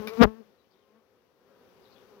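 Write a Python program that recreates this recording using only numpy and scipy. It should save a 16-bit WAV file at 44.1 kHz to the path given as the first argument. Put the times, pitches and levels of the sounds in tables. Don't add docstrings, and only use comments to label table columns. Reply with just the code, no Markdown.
import sys
import numpy as np
from scipy import signal
from scipy.io import wavfile

SR = 44100
rng = np.random.default_rng(int(sys.argv[2]) if len(sys.argv) > 2 else 0)


def dump(signal):
    limited = np.clip(np.atleast_2d(signal).T, -1, 1)
    pcm = np.round(limited * 32767).astype(np.int16)
    wavfile.write(sys.argv[1], SR, pcm)


def voltage_ratio(level):
    return 10 ** (np.asarray(level, float) / 20)


N = 97020
T = np.arange(N) / SR


def rms_one(x):
    return x / np.sqrt(np.mean(x ** 2) + 1e-20)


def in_time(rows):
    s, *columns = np.transpose(rows)
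    return [np.interp(T, s, column) for column in columns]


def at_hz(points, hz):
    f, value = np.transpose(points)
    return np.interp(np.log(hz), np.log(f), value)


def drift(rate_hz):
    every = 40
    r = np.exp(-2 * np.pi * every * rate_hz / SR)
    noise = rng.standard_normal(N // every + 2002)
    slow = signal.lfilter([1], [1, -2 * r, r * r], noise)[2000:]
    return np.interp(np.arange(N) / every, np.arange(len(slow)), rms_one(slow))


def ring(clicks, hz, t60):
    r, w = voltage_ratio(-60 / (t60 * SR)), 2 * np.pi * hz / SR
    return signal.lfilter([0, np.sin(w)], [1, -2 * r * np.cos(w), r * r], clicks + 1e-18)


def low(x, hz, order=2):
    return signal.sosfilt(signal.butter(order, hz, fs=SR, output="sos"), x)


def band(x, low_hz, high_hz, order=2):
    return signal.sosfilt(signal.butter(order, [low_hz, high_hz], "band", fs=SR, output="sos"), x)


def port(x):
    return low(x, 5720, order=6) + voltage_ratio(-8.5) * band(x, 10800, 15200, order=3)


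def near_bee():
    # t/s, wingbeat f/Hz, fundamental level/dB, overtone level/dB,
    # extra level of the upper overtones/dB
    flight = [
        [(0.0, 206, -36.5, -42, -1.5), (0.012, 217, -41.5, -45.5, -4), (0.03, 208.7, -53, -42, -2),
         (0.064, 220.8, -43.5, -46, -2.5), (0.082, 215, -42, -46.5, -1.5), (0.1, 213.4, -61, -43, -4),
         (0.126, 228.4, -70.5, -43.5, 0), (0.165, 221.7, -63.5, -44.5, -6), (0.175, 224.5, -51, -41, 0)],
        [(0.185, 230.7, -34.5, -41, -4.5), (0.206, 236.5, -16.5, -29, 2.5), (0.214, 225.9, -7, -21.5, 5.5),
         (0.226, 241.4, -32, -14.5, 0), (0.234, 232.7, -12.5, -33, 4), (0.244, 233.2, -22.5, -28, 6.5),
         (0.251, 209.4, -32.5, -36, -3.5), (0.266, 202.5, -36.5, -45, -4)],
        [(0.276, 215.1, -34, -41.5, -0.5), (0.292, 220.1, -42, -53.5, -0.5), (0.314, 219.4, -48.5, -52.5, -3.5),
         (0.35, 219.8, -53, -61.5, -3.5), (0.368, 227, -55.5, -66.5, 7), (0.408, 225.6, -50, -57, -10.5),
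         (0.43, 201.3, -64.5, -66.5, 2), (0.452, 218.2, -70.5, -107, 7), (0.56, 200.8, -75, -84, -2)],
    ]
    hz, first_db, rest_db, bright_db = in_time([row for stage in flight for row in stage])
    fade = np.clip((flight[-1][-1][0] - T) * 20, 0, 1)
    turns = np.cumsum(hz * (1 + .0015 * drift(49))) / SR
    turns = turns - turns[int(.2214 * SR)]
    stroke = turns % 1

    hum = fade * wing_hum(turns, first_db, rest_db, bright_db)
    high_pass = signal.butter(2, 3300, "high", fs=SR, output="sos")
    airy = signal.sosfilt(high_pass, rng.standard_normal(N))
    wing_hiss = voltage_ratio(rest_db - 18.5) * fade * np.exp(-stroke / .3) * airy
    pressure = hum + wing_slaps(stroke) + wing_hiss + wing_puff()
    top = .86
    return hum, port(pressure / (1 + (pressure / top) ** 4) ** (1 / 4))


def wing_hum(turns, first_db, rest_db, bright_db):
    # multiple of the wingbeat, level facing us/dB, level turned away/dB
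    overtones = [(2, 1, 4), (3, -12.5, -9), (4, -13, -7.5), (5, -8.5, -8.5), (6, -18, -12.5), (7, -23, -17),
                 (8, -25, -17.5), (9, -29, -25), (10, -22, -28), (11, -28.5, -32), (12, -29, -27.5),
                 (13, -34.5, -34.5), (14, -36, -38), (15, -38.5, -36.5), (16, -35.5, -38)]
    turned = np.clip((T - .245) / .02, 0, 1)
    rest = 0
    for k, facing_db, away_db in overtones:
        flutter_db = 2.0 * drift(11)
        level_db = facing_db + turned * (away_db - facing_db) + (k > 2) * (bright_db + flutter_db)
        rest = rest - voltage_ratio(level_db) * np.sin(2 * np.pi * k * turns)
    first = np.sin(2 * np.pi * turns - np.pi)
    return 2 * np.sqrt(2) * (voltage_ratio(first_db) * first + voltage_ratio(rest_db) * rest)


def wing_slaps(stroke):
    # t/s, edge level/dB, spike level/dB, spike lag in strokes (0-1)
    contacts = [
        (.195, -66, -63, 0.4),
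        (.215, -23.5, -35.5, 0.6),
        (.223, -3, -13, .32),
        (.227, -3.5, -2.5, 0.05),
        (.232, -1.5, 0, .2),
        (.24, -7, 5, .26),
        (.245, -17, -3, 0.34),
        (.25, -31, -4, .44),
        (.255, -38.5, -4, .48),
        (.262, -69.5, -61, 0.8),
    ]
    edge_db, spike_db, lag = in_time(contacts)
    brushing = (edge_db > contacts[0][1]) & (edge_db > contacts[-1][1])
    new_stroke = np.diff(stroke, prepend=0) < 0
    edge = -ring(voltage_ratio(edge_db) * new_stroke * brushing, 1900, .0022)
    spike_width = lag * .1 * np.where(stroke > lag, 1.3, .7)
    spike = voltage_ratio(spike_db) / (1 + ((stroke - lag) / spike_width) ** 2)
    hiss = voltage_ratio(edge_db - 2) * np.exp(-stroke / .16) * rng.standard_normal(N)
    slap = edge + (spike + hiss) * brushing
    return low(slap, 4500, order=1) + voltage_ratio(-10.5) * slap


def wing_puff():
    breeze = rng.standard_normal(N)
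    puff = 0
    for length_s, cut_hz, db in ((.062, 142, -21), (.095, 62, -33)):
        swell = np.sin(np.pi * np.clip((T - .205) / length_s, 0, 1)) ** 2
        puff = puff + voltage_ratio(db) * swell * rms_one(low(breeze, cut_hz, order=4))
    return puff


def taps():
    # t/s, peak level/dB
    knocks = [
        (0.073, -24.5),
        (0.082, -33.5),
        (0.092, -38.5),
        (.135, -41),
        (0.173, -42.5),
        (0.494, -68),
    ]
    # f/Hz, level/dB, time to fall by 60 dB/s
    wood = [(1200, -34, .015), (1550, -40, .012), (2350, -30, .04), (3700, -40, .01), (4700, -36, .015),
            (5700, -40, .01)]
    s, db = np.transpose(knocks)
    clicks = np.zeros(N)
    clicks[(s * SR).astype(int)] = voltage_ratio(db)

    def fading(tau_s):
        return signal.lfilter([1], [1, -np.exp(-1 / (tau_s * SR))], clicks)

    crack = (fading(.002) + voltage_ratio(-7) * fading(.015)) * rng.standard_normal(N)
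    out = voltage_ratio(-2.5) * port(crack - low(crack, 790, order=1))
    for hz, level_db, t60 in wood:
        out = out + voltage_ratio(level_db) * ring(crack + 4.0 * clicks, hz, t60)
    return np.array([out, voltage_ratio(-2.5) * low(out, 1800)])


def far_bees():
    # t/s, wingbeat f/Hz, level/dB, extra level of every fifth partial/dB
    passing = [(.6, 213, -92, 17), (.72, 210.4, -89, 20), (.78, 213.1, -92, 29), (.83, 217.4, -93.5, 30),
               (.9, 208, -79, 18), (.96, 220.9, -64, 5.5), (1.0, 222.3, -72, 9), (1.06, 216.3, -94.5, 4.5),
               (1.18, 215.3, -91.5, 16), (1.27, 198.9, -90, 23), (1.35, 200, -99, 14),
               (1.5, 196, -93.5, 27), (1.6, 192.5, -86, 26), (1.66, 199, -99, 20)]
    hz, db, fifth_db = in_time(passing)
    turns = np.cumsum(hz * (1 + 0.008 * drift(25))) / SR
    hum = 0
    for k in range(1, 11):
        partial_db = -7 * np.log2(k) + fifth_db * (k % 5 == 0) - 4.5 * (k == 10)
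        hum = hum + voltage_ratio(partial_db) * np.sin(2 * np.pi * k * turns)
    return voltage_ratio(db) * hum * voltage_ratio(np.array([[6], [-5]]))


def birds():
    # t/s, length/s, starting f/Hz, ending f/Hz, level/dB
    chirps = [(0.575, .05, 4150, 3700, -72), (0.635, .04, 2950, 3100, -74), (0.7, 0.045, 4750, 4500, -74.5),
              (0.722, .04, 3750, 3350, -73.5), (.765, .04, 3700, 3470, -77), (0.802, .05, 3400, 2885, -74),
              (.83, 0.024, 3020, 2780, -81), (1.761, 0.039, 2700, 2680, -75), (1.814, .04, 5050, 4620, -76),
              (1.933, 0.055, 2610, 2425, -77), (1.84, 0.0515, 4000, 3510, -69),
              (1.9, 0.06, 4600, 4070, -66), (1.941, 0.057, 3500, 3240, -68), (2.0, 0.04, 3550, 3400, -75)]
    roughness = np.where(T < 1.2, .8, 2.0)
    blur = 1 + roughness * rms_one(low(rng.standard_normal(N), 420))
    out = np.zeros(N)
    for s, length, from_hz, to_hz, db in chirps:
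        u = np.clip((T - s) / length, 0, 1)
        turns = np.cumsum(from_hz + (to_hz - from_hz) * u) / SR
        out += voltage_ratio(db) * np.sin(np.pi * u) * np.sin(2 * np.pi * turns)
    trill = 1 + 1.2 * np.sin(2 * np.pi * 340 * T) * (T > .69) * (T < .82)
    out = out * blur * trill
    echo = sum(voltage_ratio(-7.0 * k) * np.roll(out, int(0.017 * k * SR)) for k in range(1, 5))
    return (out + echo) * voltage_ratio(np.array([[0], [-34]]))


def swarm(count=14):
    # multiple of the wingbeat, level/dB
    partials = [(1, -8), (2, 2.5), (3, -15.5), (4, -14), (5, -11), (6, -12), (7, -17)]
    wingbeats = np.resize([200, 250], count) * np.geomspace(1 - .08, 1 + .08, count)
    out = 0
    for hz, side in zip(wingbeats, rng.normal(0, 1, count)):
        turns = np.cumsum(hz * (1 + .018 * drift(1.8))) / SR + rng.random()
        swell = voltage_ratio(5.5 * drift(6))
        hum = swell * sum(voltage_ratio(db) * np.sin(2 * np.pi * k * turns) for k, db in partials)
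        out = out + hum * voltage_ratio(np.array([[1], [-1]]) * (2.5 + 1.5 * side))
    return voltage_ratio(-67) * rms_one(out)


def air():
    # f/Hz, level/dB (per Hz)
    spectrum = [(30, -21.5), (100, -14), (430, -7.5), (900, -14.5), (5900, -26), (8300, -50), (12000, -29),
                (15800, -33)]
    # f/Hz, left minus right level/dB
    lean = [(60, -3.5), (150, 0.5), (380, 4.5), (950, 2), (2380, 23.5), (5980, 32), (15000, 4)]
    # f/Hz, likeness (0-1)
    likeness = [(60, 0.053), (640, 0.4), (1400, 0.01), (15000, 0.06)]
    edges = 30 * 2 ** np.arange(0, 9.4, 1 / 3)
    white = rng.standard_normal((2, 2, N))
    out = 0
    for k, (lo, hi) in enumerate(zip(edges, edges[1:])):
        mid, side = band(white[k % 2], lo, hi)
        hz = np.sqrt(lo * hi)
        alike = np.clip(at_hz(likeness, hz), 0, 1)
        level_db = at_hz(spectrum, hz) + .6 * drift(8)
        gain = voltage_ratio(level_db - np.array([[0], [1]]) * at_hz(lean, hz))
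        out = out + gain * (np.sqrt(1 + alike) * mid + np.sqrt(1 - alike) * side * [[1], [-1]])
    return voltage_ratio(-69) * rms_one(out)


def gusts():
    # t/s, level/dB
    wind = [
        (0, -76),
        (.04, -72),
        (.3, -80.5),
        (1.4, -99.5),
        (1.6, -78.5),
        (1.8, -76),
        (2.0, -80),
        (2.2, -77),
    ]
    db, = in_time(wind)
    return voltage_ratio(db + 4.8 * drift(16)) * rms_one(low(rng.standard_normal((2, N)), 240))


def scene():
    # t/s, level of both sides/dB, extra level on the left/dB
    auto_gain = [(0, 14.5, 7), (.1, 12, 4.5), (.2, 6, 18), (.225, -9, 26), (.33, 2, 6), (.45, 0.5, 4),
                 (.6, -2.5, 3), (1.0, -3, 3), (1.35, -1.5, 1), (1.5, 0.5, 3), (1.65, 7.5, -1.5),
                 (2.0, 5.5, 4), (2.2, 8, 0)]
    # t/s, level/dB
    swarm_level = [
        (0, -1),
        (.5, -0.5),
        (.9, 1),
        (1.2, -1),
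        (1.5, -1),
        (1.62, 1),
        (1.75, -3.5),
        (1.95, 1.5),
        (2.2, -0.5),
    ]
    both_db, left_db = in_time(auto_gain)
    swarm_db, = in_time(swarm_level)
    hum, brush = near_bee()
    ducked_db = np.clip(both_db - auto_gain[2][1], -99, 0) * 4.0
    far_hum = np.roll(low(hum, 1500), 9)
    near = np.array([brush, far_hum * voltage_ratio(ducked_db - 22) * (T < .19)])
    background = voltage_ratio(both_db + swarm_db) * swarm() + voltage_ratio(np.array([both_db + left_db, both_db])) * air()
    return background + gusts() + near + taps() + birds() + far_bees()


def roll_off(x):
    return signal.sosfilt(signal.butter(12, 15790, fs=SR, output="sos"), x)


def record(dry):
    cut = signal.sosfilt(signal.butter(5, 48, "high", fs=SR, output="sos"), dry)
    return roll_off(np.clip(cut, -.995, .995))


dry = scene()
out = record(dry)
dump(out)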